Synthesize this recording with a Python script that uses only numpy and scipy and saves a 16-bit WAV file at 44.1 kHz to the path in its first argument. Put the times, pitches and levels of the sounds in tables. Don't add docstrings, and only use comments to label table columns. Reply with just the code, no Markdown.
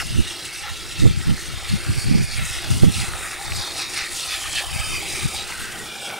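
import sys
import numpy as np
from scipy import signal
from scipy.fft import rfft, irfft, next_fast_len
from scipy.io import wavfile
from scipy.ndimage import uniform_filter1d, map_coordinates

SR = 44100
rng = np.random.default_rng(int(sys.argv[2]) if len(sys.argv) > 2 else 0)


def unload_audio(sound):
    columns = np.transpose(np.atleast_2d(sound))
    steps = np.round(np.clip(columns, -1, 1) * 32767)
    wavfile.write(sys.argv[1], SR, steps.astype(np.int16))


N = 272979

# time in seconds, then bubble, splash, spray and mist levels in dB.
JET_FLOW = [(0.0, -49.5, -41.5, -35, -37.5), (0.5, -48.5, -40.5, -36.5, -41), (1.15, -55, -42, -39.5, -43),
            (1.55, -46.5, -38, -41.5, -44.5), (2.2, -47, -38, -37.5, -39), (2.65, -42.5, -38.5, -39.5, -47),
            (3.1, -43, -35.5, -41.5, -38), (3.35, -42, -37, -49.5, -48.5), (3.7, -41.5, -42.5, -38, -42),
            (4.15, -44.5, -38.5, -40.5, -38.5), (4.7, -42.5, -37.5, -41.5, -37.5),
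            (5.2, -41.5, -35.5, -35, -35), (5.6, -45.5, -38.5, -37.5, -39), (6.19, -41.5, -38, -40.5, -43)]
# middle and length in seconds, swell in dB, pitch in octaves above 1 kHz.
JET_SURGES = [(0.014, 0.03, 17, 0.2), (0.67, 0.087, 12.5, 0.26), (0.977, 0.2, 3.5, 2),
              (1.257, 0.17, 2.5, 2), (1.434, 0.17, 6.5, 3.5), (1.72, 0.27, 4.5, 3), (1.985, 0.13, 4, 3),
              (2.328, 0.11, 5.5, 4), (2.409, 0.1, 5.5, 0), (2.528, 0.23, 13, 3.5), (2.71, 0.096, 8.5, 3.5),
              (2.785, 0.16, 13, 4), (2.988, 0.14, 10, 2.5), (3.275, 0.22, 11.5, 3.5),
              (3.434, 0.094, 8.5, 3), (3.581, 0.21, 10, 2.5), (3.813, 0.097, 12.5, 1.91),
              (3.993, 0.14, 12.5, 1.83), (4.187, 0.1, 11, 2.5), (4.321, 0.11, 13, 2.07),
              (4.443, 0.09, 9, 2), (4.567, 0.1, 14, 2), (4.663, 0.092, 17.5, -2), (4.808, 0.11, 6.5, 1.5),
              (4.95, 0.076, 6.5, 1.3), (5.382, 0.043, 4, 1.5), (6.105, 0.093, 4, 1)]
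LAYER_OCTAVES = [-.4, 1, 2.2, 3.1]
# pitch in Hz, relative level in dB.
BUBBLE_TONE = [(250, -62), (450, -4.5), (650, -2), (900, -3), (1200, 4.5), (2000, -13)]
SPLASH_TONE = [(500, -23), (1150, -11.5), (1300, 5.5), (2800, 1.5), (3600, 4.5), (6000, -67)]
SPRAY_TONE = [(1800, -16), (3000, -6.5), (3600, -2), (5600, 2.5), (6800, -2.5), (10000, -55)]
MIST_TONE = [(3500, -17.5), (5500, -5.5), (7000, -4.5), (9200, -1.5), (10500, -8), (11600, -13.5),
             (15500, -20.5)]
RUMBLE_TONE = [(90, -30), (150, -7.5), (230, -0.5), (300, -16), (450, -3.5), (700, -33.5)]
EDDY_TONE = [(8, -0.5), (25, -18), (60, -6), (100, -0.5), (150, -5.5), (300, -21), (700, -50),
             (1500, -57.5)]
GARDEN_TONE = [(20, -75), (110, -4.5), (240, -15), (350, -3), (480, -15), (4000, -25), (15500, -31)]
# pitch in Hz, width in Hz, level in dB.
LOW_MODE = [(801, 60, 8)]
# pitch in Hz, width in Hz, level in dB.
SPOT_MODES = [
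    [(1357, 170, 1.5), (2030, 1000, 7.5), (2700, 140, 9.5), (3680, 200, -6.5)],
    [(1362, 220, 5), (2076, 870, 7), (2620, 98, 8.5), (3180, 82, -4), (3760, 190, -10)],
    [(1360, 370, 2.5), (2129, 1200, 8), (2720, 390, 2.5), (3570, 740, -2), (4280, 160, -2)],
    [(2080, 473, -14), (2500, 300, -5.5), (4520, 370, 0.5), (5170, 330, -11)],
    [(1420, 260, 3.5), (2060, 390, 10), (2590, 270, 6.5), (3190, 263, -2), (3780, 150, -5)],
    [(1280, 190, -9), (2100, 270, -5), (2697, 342, 0.5), (3340, 230, -6), (4100, 510, -8)],
    [(1187, 200, -0.5), (1980, 670, -10), (2520, 310, -8), (3850, 250, -2.5), (4360, 990, -9)],
    [(1210, 193, 9), (1993, 700, 6), (2470, 350, 1), (3730, 440, -1.5), (4500, 600, -8)],
    [(1233, 93, 4), (1890, 263, -0.5), (2530, 410, 3), (3180, 830, -1), (4120, 900, -3.5)],
    [(1245, 91, 0), (2523, 280, 5.5), (3030, 120, 3.5), (3670, 120, 1), (4650, 470, 1)],
    [(1252, 206, 2.5), (2480, 520, 10), (3100, 380, 2), (3750, 430, 2.5), (4660, 200, 2.5)],
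    [(1520, 200, 9.5), (1940, 200, 11), (2586, 710, 7.5)],
    [(1490, 260, 5.5), (2400, 115, 10.5), (2820, 180, 7), (3320, 320, 1.5), (4770, 210, -9)],
]
MOVE_TIMES = [.58, 1.4, 1.93, 2.36, 2.62, 3.1, 3.73, 4.13, 4.7, 5.02, 5.45, 5.85]
# start in seconds, strength in dB, pitch in Hz.
BIG_DROPS = [(2.394, -10, 1920), (3.136, -9, 1540), (3.521, -3, 2350), (5.5234, -8.5, 2100),
             (6.102, -11, 2304)]
# time in seconds, level in dB.
BREEZE_LEVELS = [(0, -32.5), (.35, -48), (.85, -41), (1.5, -38), (2.3, -34.5), (2.6, -37), (3.2, -41),
                 (4.18, -46), (4.9, -34.5), (5.75, -41.5), (5.95, -53), (6.19, -61)]
# middle in seconds, hold in seconds, level in dB, port (0 left, 1 right).
PORT_GUSTS = [(0.131, .12, -21.5, 0), (0.182, 0.051, -15, 1), (0.253, 0.0058, -27, 0),
              (0.721, 0.011, -27.5, 1), (1.052, 0.046, -10, 1), (1.11, 0.22, -21, 0),
              (1.298, 0.048, -20.5, 0), (1.301, 0.024, -13, 1), (1.516, 0.093, -27, 0),
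              (1.738, .02, -13.5, 0), (1.741, 0.03, -22, 1), (1.899, 0.015, -20, 0),
              (1.906, 0.033, -23.5, 1), (1.974, 0.02, -18, 1), (2.139, 0.16, -17, 0), (2.153, 0.13, -13, 1),
              (2.355, 0.16, -27, 1), (2.443, 0.028, -23.5, 0), (2.708, 0.077, -22.5, 1),
              (2.845, 0.26, -20, 0), (2.852, 0.07, -13, 1), (3.002, 0.072, -25, 1),
              (3.097, 0.039, -29.5, 0), (3.123, 0.018, -29.5, 1), (3.539, 0.08, -27, 1),
              (3.543, .12, -27, 0), (4.764, 0.0053, -23.5, 0), (4.79, 0.038, -27, 1),
              (4.906, 0.0064, -25, 0), (5.253, 0.0045, -20, 0), (5.258, 0.02, -28.5, 1)]
# time in seconds, peak in dB, port (0 left, 1 right).
EDDY_THUMPS = [(0.186, -3, 1), (1.058, -2, 1), (1.1, -13, 0), (1.176, -8.5, 0), (1.987, -10.5, 1),
               (2.15, -14, 1), (2.416, -26, 0), (2.883, -1.5, 1), (5.258, -6.5, 0)]
# pitch in Hz, left over right in dB, right's lead in radians.
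PORT_MISMATCH = [(1000, .5, 0), (2100, 0.3, 0.094), (5300, -1.5, 0.31), (6500, -.2, 0.069), (8600, .1, 0),
                 (12000, 3, 0.55), (13100, 0, 1), (14200, -1.8, .25)]
# pitch in Hz, relative level in dB.
WASH_TONE = [(200, 0), (1200, -5), (2500, -3.5), (8300, -7), (11500, 9.5), (15500, 6)]

FRAME = dict(nperseg=1024, noverlap=768)


def hose_jet():
    bubble_db, splash_db, spray_db, mist_db = jet_levels()
    flutter = 0.5 * wobble(30) + 0.56 * wobble(90)
    shake = lambda: flutter + .8 * wobble(20)
    bubbles = patter(hz=748, spread=0.395, cycles=6.5, vary_db=3, share=0.1,
                     rise=0.055, number=2500, samples=700)
    splash = patter(hz=2138, spread=0.364, cycles=5.2, vary_db=-1.5, share=0.12,
                    rise=0.098, number=6000, samples=400)
    spray = patter(hz=4400, spread=0.274, cycles=12.7, vary_db=1.5, share=0.21,
                   rise=0.074, number=9000, samples=200)
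    mist = patter(hz=12000, spread=0.36, cycles=2.3, vary_db=3.5, share=0.29,
                  rise=0, number=12000, samples=32)
    bubbles = unit(filtered(bubbles, lambda hz: 1 + ringing(hz, LOW_MODE)))
    bucket = bucket_ring()
    jet = (amp(bubble_db + shake()) * coloured(bubbles, BUBBLE_TONE)
           + amp(splash_db + shake()) * through(coloured(splash, SPLASH_TONE), bucket)
           + amp(spray_db + shake()) * through(coloured(spray, SPRAY_TONE), bucket)
           + amp(mist_db + shake() + 1.2 * flutter) * coloured(mist, MIST_TONE))
    return patchy(jet, streak_db=2.5, swish_db=1.8)


def jet_levels(reach_octaves=1.51, lag_s_per_octave=0.012):
    t, layers = np.arange(N) / SR, np.array(LAYER_OCTAVES)[:, None]
    levels = np.array(curves(JET_FLOW))
    for middle, length, db, centre in JET_SURGES:
        gap = centre - layers
        swell = np.exp(-(2 * (t - middle - lag_s_per_octave * gap) / length) ** 2)
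        levels += db * np.exp(-(gap / reach_octaves) ** 2) * swell
    return levels


def patter(hz, spread, cycles, vary_db, share, rise, number, samples):
    pitch_luck, size_luck = rng.standard_normal((number, 2)).T
    pitches = np.clip(hz * np.exp(spread * pitch_luck), 100, SR / 3)
    bursts = blips(rng.random(number) * N, pitches, cycles, amp(vary_db * size_luck), rise, samples)
    return np.sqrt(share) * unit(bursts) + np.sqrt(1 - share) * rng.standard_normal(N)


def blips(starts, hz, cycles, size, rise, samples):
    turns = hz[:, None] * np.arange(samples) / SR
    loudness = size[:, None] * np.exp(-3 * turns / cycles) * (1 - np.exp(-turns))
    waves = loudness * np.sin(2 * np.pi * turns * (1 + rise * turns / cycles))
    at = starts.astype(int)[:, None] + np.arange(samples)
    return np.bincount(at.ravel(), waves.ravel(), N + samples)[:N]


def bucket_ring(move_s=0.1, sink_per_s=.07, direct=.4, contrast=.35):
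    hz, t = np.fft.rfftfreq(1024, 1 / SR)[:, None], np.arange(N // 256 + 2) * 256 / SR
    aim = sum(np.clip((t - s) / move_s + .5, 0, 1) for s in MOVE_TIMES)
    waver = .012 * np.interp(t * SR, np.arange(N), wobble(6))
    gain = np.zeros((len(hz), len(t)), complex)
    for spot, modes in enumerate(SPOT_MODES):
        on = np.abs(aim - spot) < 1
        tuning = 1 + waver[on] - sink_per_s * (t[on] - t[on].mean())
        ring = direct + ringing(hz / tuning, modes)
        gain[:, on] += (1 - np.abs(aim[on] - spot)) * ring * np.abs(ring) ** contrast
    return gain


def ringing(hz, modes):
    return sum(amp(db) * 1j * hz * width / (pitch ** 2 - hz ** 2 + 1j * hz * width)
               for pitch, width, db in modes)


def big_drops():
    start_s, db, hz = np.transpose(BIG_DROPS)
    return blips(start_s * SR, hz, cycles=3.9, size=amp(db), rise=0.02, samples=600)


def deep_rumble(level_db=-47.5, half_on_s=5.13, rise_s=0.081):
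    fade_in = 1 / (1 + np.exp((half_on_s - np.arange(N) / SR) / rise_s))
    return amp(level_db + 1.8 * wobble(15)) * fade_in * coloured(rng.standard_normal(N), RUMBLE_TONE)


def at_ports(jet, wash_db=-12):
    bands, _, slices = signal.stft(jet, SR, nperseg=1024)
    blurred = np.sqrt(uniform_filter1d(np.abs(slices) ** 2, size=3, axis=1))
    phases = np.exp(2j * np.pi * rng.random(slices.shape))
    slices = blurred * tone_gain(bands, WASH_TONE)[:, None] * phases
    wash = amp(wash_db) * signal.istft(slices, SR, nperseg=1024)[1][:N]
    pitch, db, lead = np.transpose(PORT_MISMATCH)
    half = lambda hz: np.sqrt(amp(np.interp(hz, pitch, db)) * np.exp(-1j * np.interp(hz, pitch, lead)))
    return filtered(jet, lambda hz: np.array([half(hz), 1 / half(hz)])) + wash * [[1], [-1]]


def wind_levels(edge_db_per_s=420):
    t, power = np.arange(N) / SR, amp(2 * np.array(curves(BREEZE_LEVELS) * 2))
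    for middle, hold, db, port in PORT_GUSTS:
        outside_s = np.clip(np.abs(t - middle) - hold / 2, 0, None)
        power[int(port)] += amp(2 * (db - edge_db_per_s * outside_s))
    return 10 * np.log10(power)


def wind_buffet(db):
    speed = np.clip(amp(.3 * (db + 22)), .45, 3)
    place = np.cumsum(speed)
    eddies = coloured(rng.standard_normal(int(place[-1]) + 8), EDDY_TONE)
    push = map_coordinates(eddies, [place], order=1)
    push /= (np.abs(uniform_filter1d(push ** 2, size=2200)) + .05) ** 1.01
    puffs_db = np.clip(-.25 * (db + 37), 0, 7.5) * wobble(14)
    return amp(db + puffs_db + 4.24 * wobble(45)) * unit(push)


def wind_thumps(hz=105):
    out = np.zeros((2, N))
    square = (np.pi * hz * np.arange(-900, 900) / SR) ** 2
    pull = (1 - 2 * square) * np.exp(-square)
    for s, db, port in EDDY_THUMPS:
        out[int(port), round(s * SR) - 900:][:len(pull)] -= amp(db) * pull
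    return out


def garden():
    shared, side = (coloured(rng.standard_normal(N), GARDEN_TONE) for _ in range(2))
    return amp(-45.5 + 3.8 * wobble(4.846)) * np.array([shared + 0.14 * side, shared - 0.39 * side])


def patchy(x, streak_db, swish_db):
    slices = signal.stft(x, **FRAME)[2]

    def patches(bands, frames):
        noise = uniform_filter1d(rng.standard_normal(slices.shape), bands, axis=0)
        return unit(uniform_filter1d(noise, frames, axis=1))

    depth_db = streak_db * patches(3, 24) + swish_db * patches(16, 16)
    depth_db *= np.linspace(.9, .6, len(slices))[:, None]
    return signal.istft(slices * amp(depth_db), **FRAME)[1][:N]


def through(x, gain):
    slices = signal.stft(x, **FRAME)[2]
    gain = gain[:, :slices.shape[1]]
    power = np.mean(np.abs(slices) ** 2, axis=1, keepdims=True)
    balance = np.sqrt(power.sum() / np.sum(power * np.abs(gain) ** 2, axis=0))
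    return signal.istft(slices * gain * balance, **FRAME)[1][:N]


def coloured(x, tone):
    return unit(filtered(x, lambda hz: tone_gain(hz, tone)))


def tone_gain(hz, tone):
    pitch, db = np.transpose(tone)
    return amp(np.interp(np.log(hz + 1), np.log(pitch), db))


def filtered(x, response):
    size = next_fast_len(x.shape[-1] + 8192)
    return irfft(rfft(x, size) * response(np.fft.rfftfreq(size, 1 / SR)), size)[..., :x.shape[-1]]


def wobble(rate):
    return map_coordinates(rng.standard_normal(int(N * rate / SR) + 4), [np.arange(N) * rate / SR])


def curves(rows):
    times, *columns = np.transpose(rows)
    return [np.interp(np.arange(N) / SR, times, column) for column in columns]


def amp(db):
    return 10 ** (np.asarray(db) / 20)


def unit(x):
    return x / np.sqrt(np.mean(x ** 2) + 1e-20)


def scene(widen=0.47):
    left, right = wind_thumps() + [wind_buffet(db) for db in wind_levels()]
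    wind = np.array([left - widen * right, right - widen * left])
    return at_ports(hose_jet() + big_drops() + deep_rumble()) + garden() + wind


def record(dry, notch_hz=11190, top_hz=15760):
    notch = lambda f: (notch_hz ** 2 - f * f + 1j * f * 30) / (notch_hz ** 2 - f * f + 1j * f * 240)
    clipped = np.clip(filtered(dry, notch), -1, 1)
    return filtered(clipped, lambda hz: hz < top_hz)


dry = scene()
out = record(dry)
unload_audio(out)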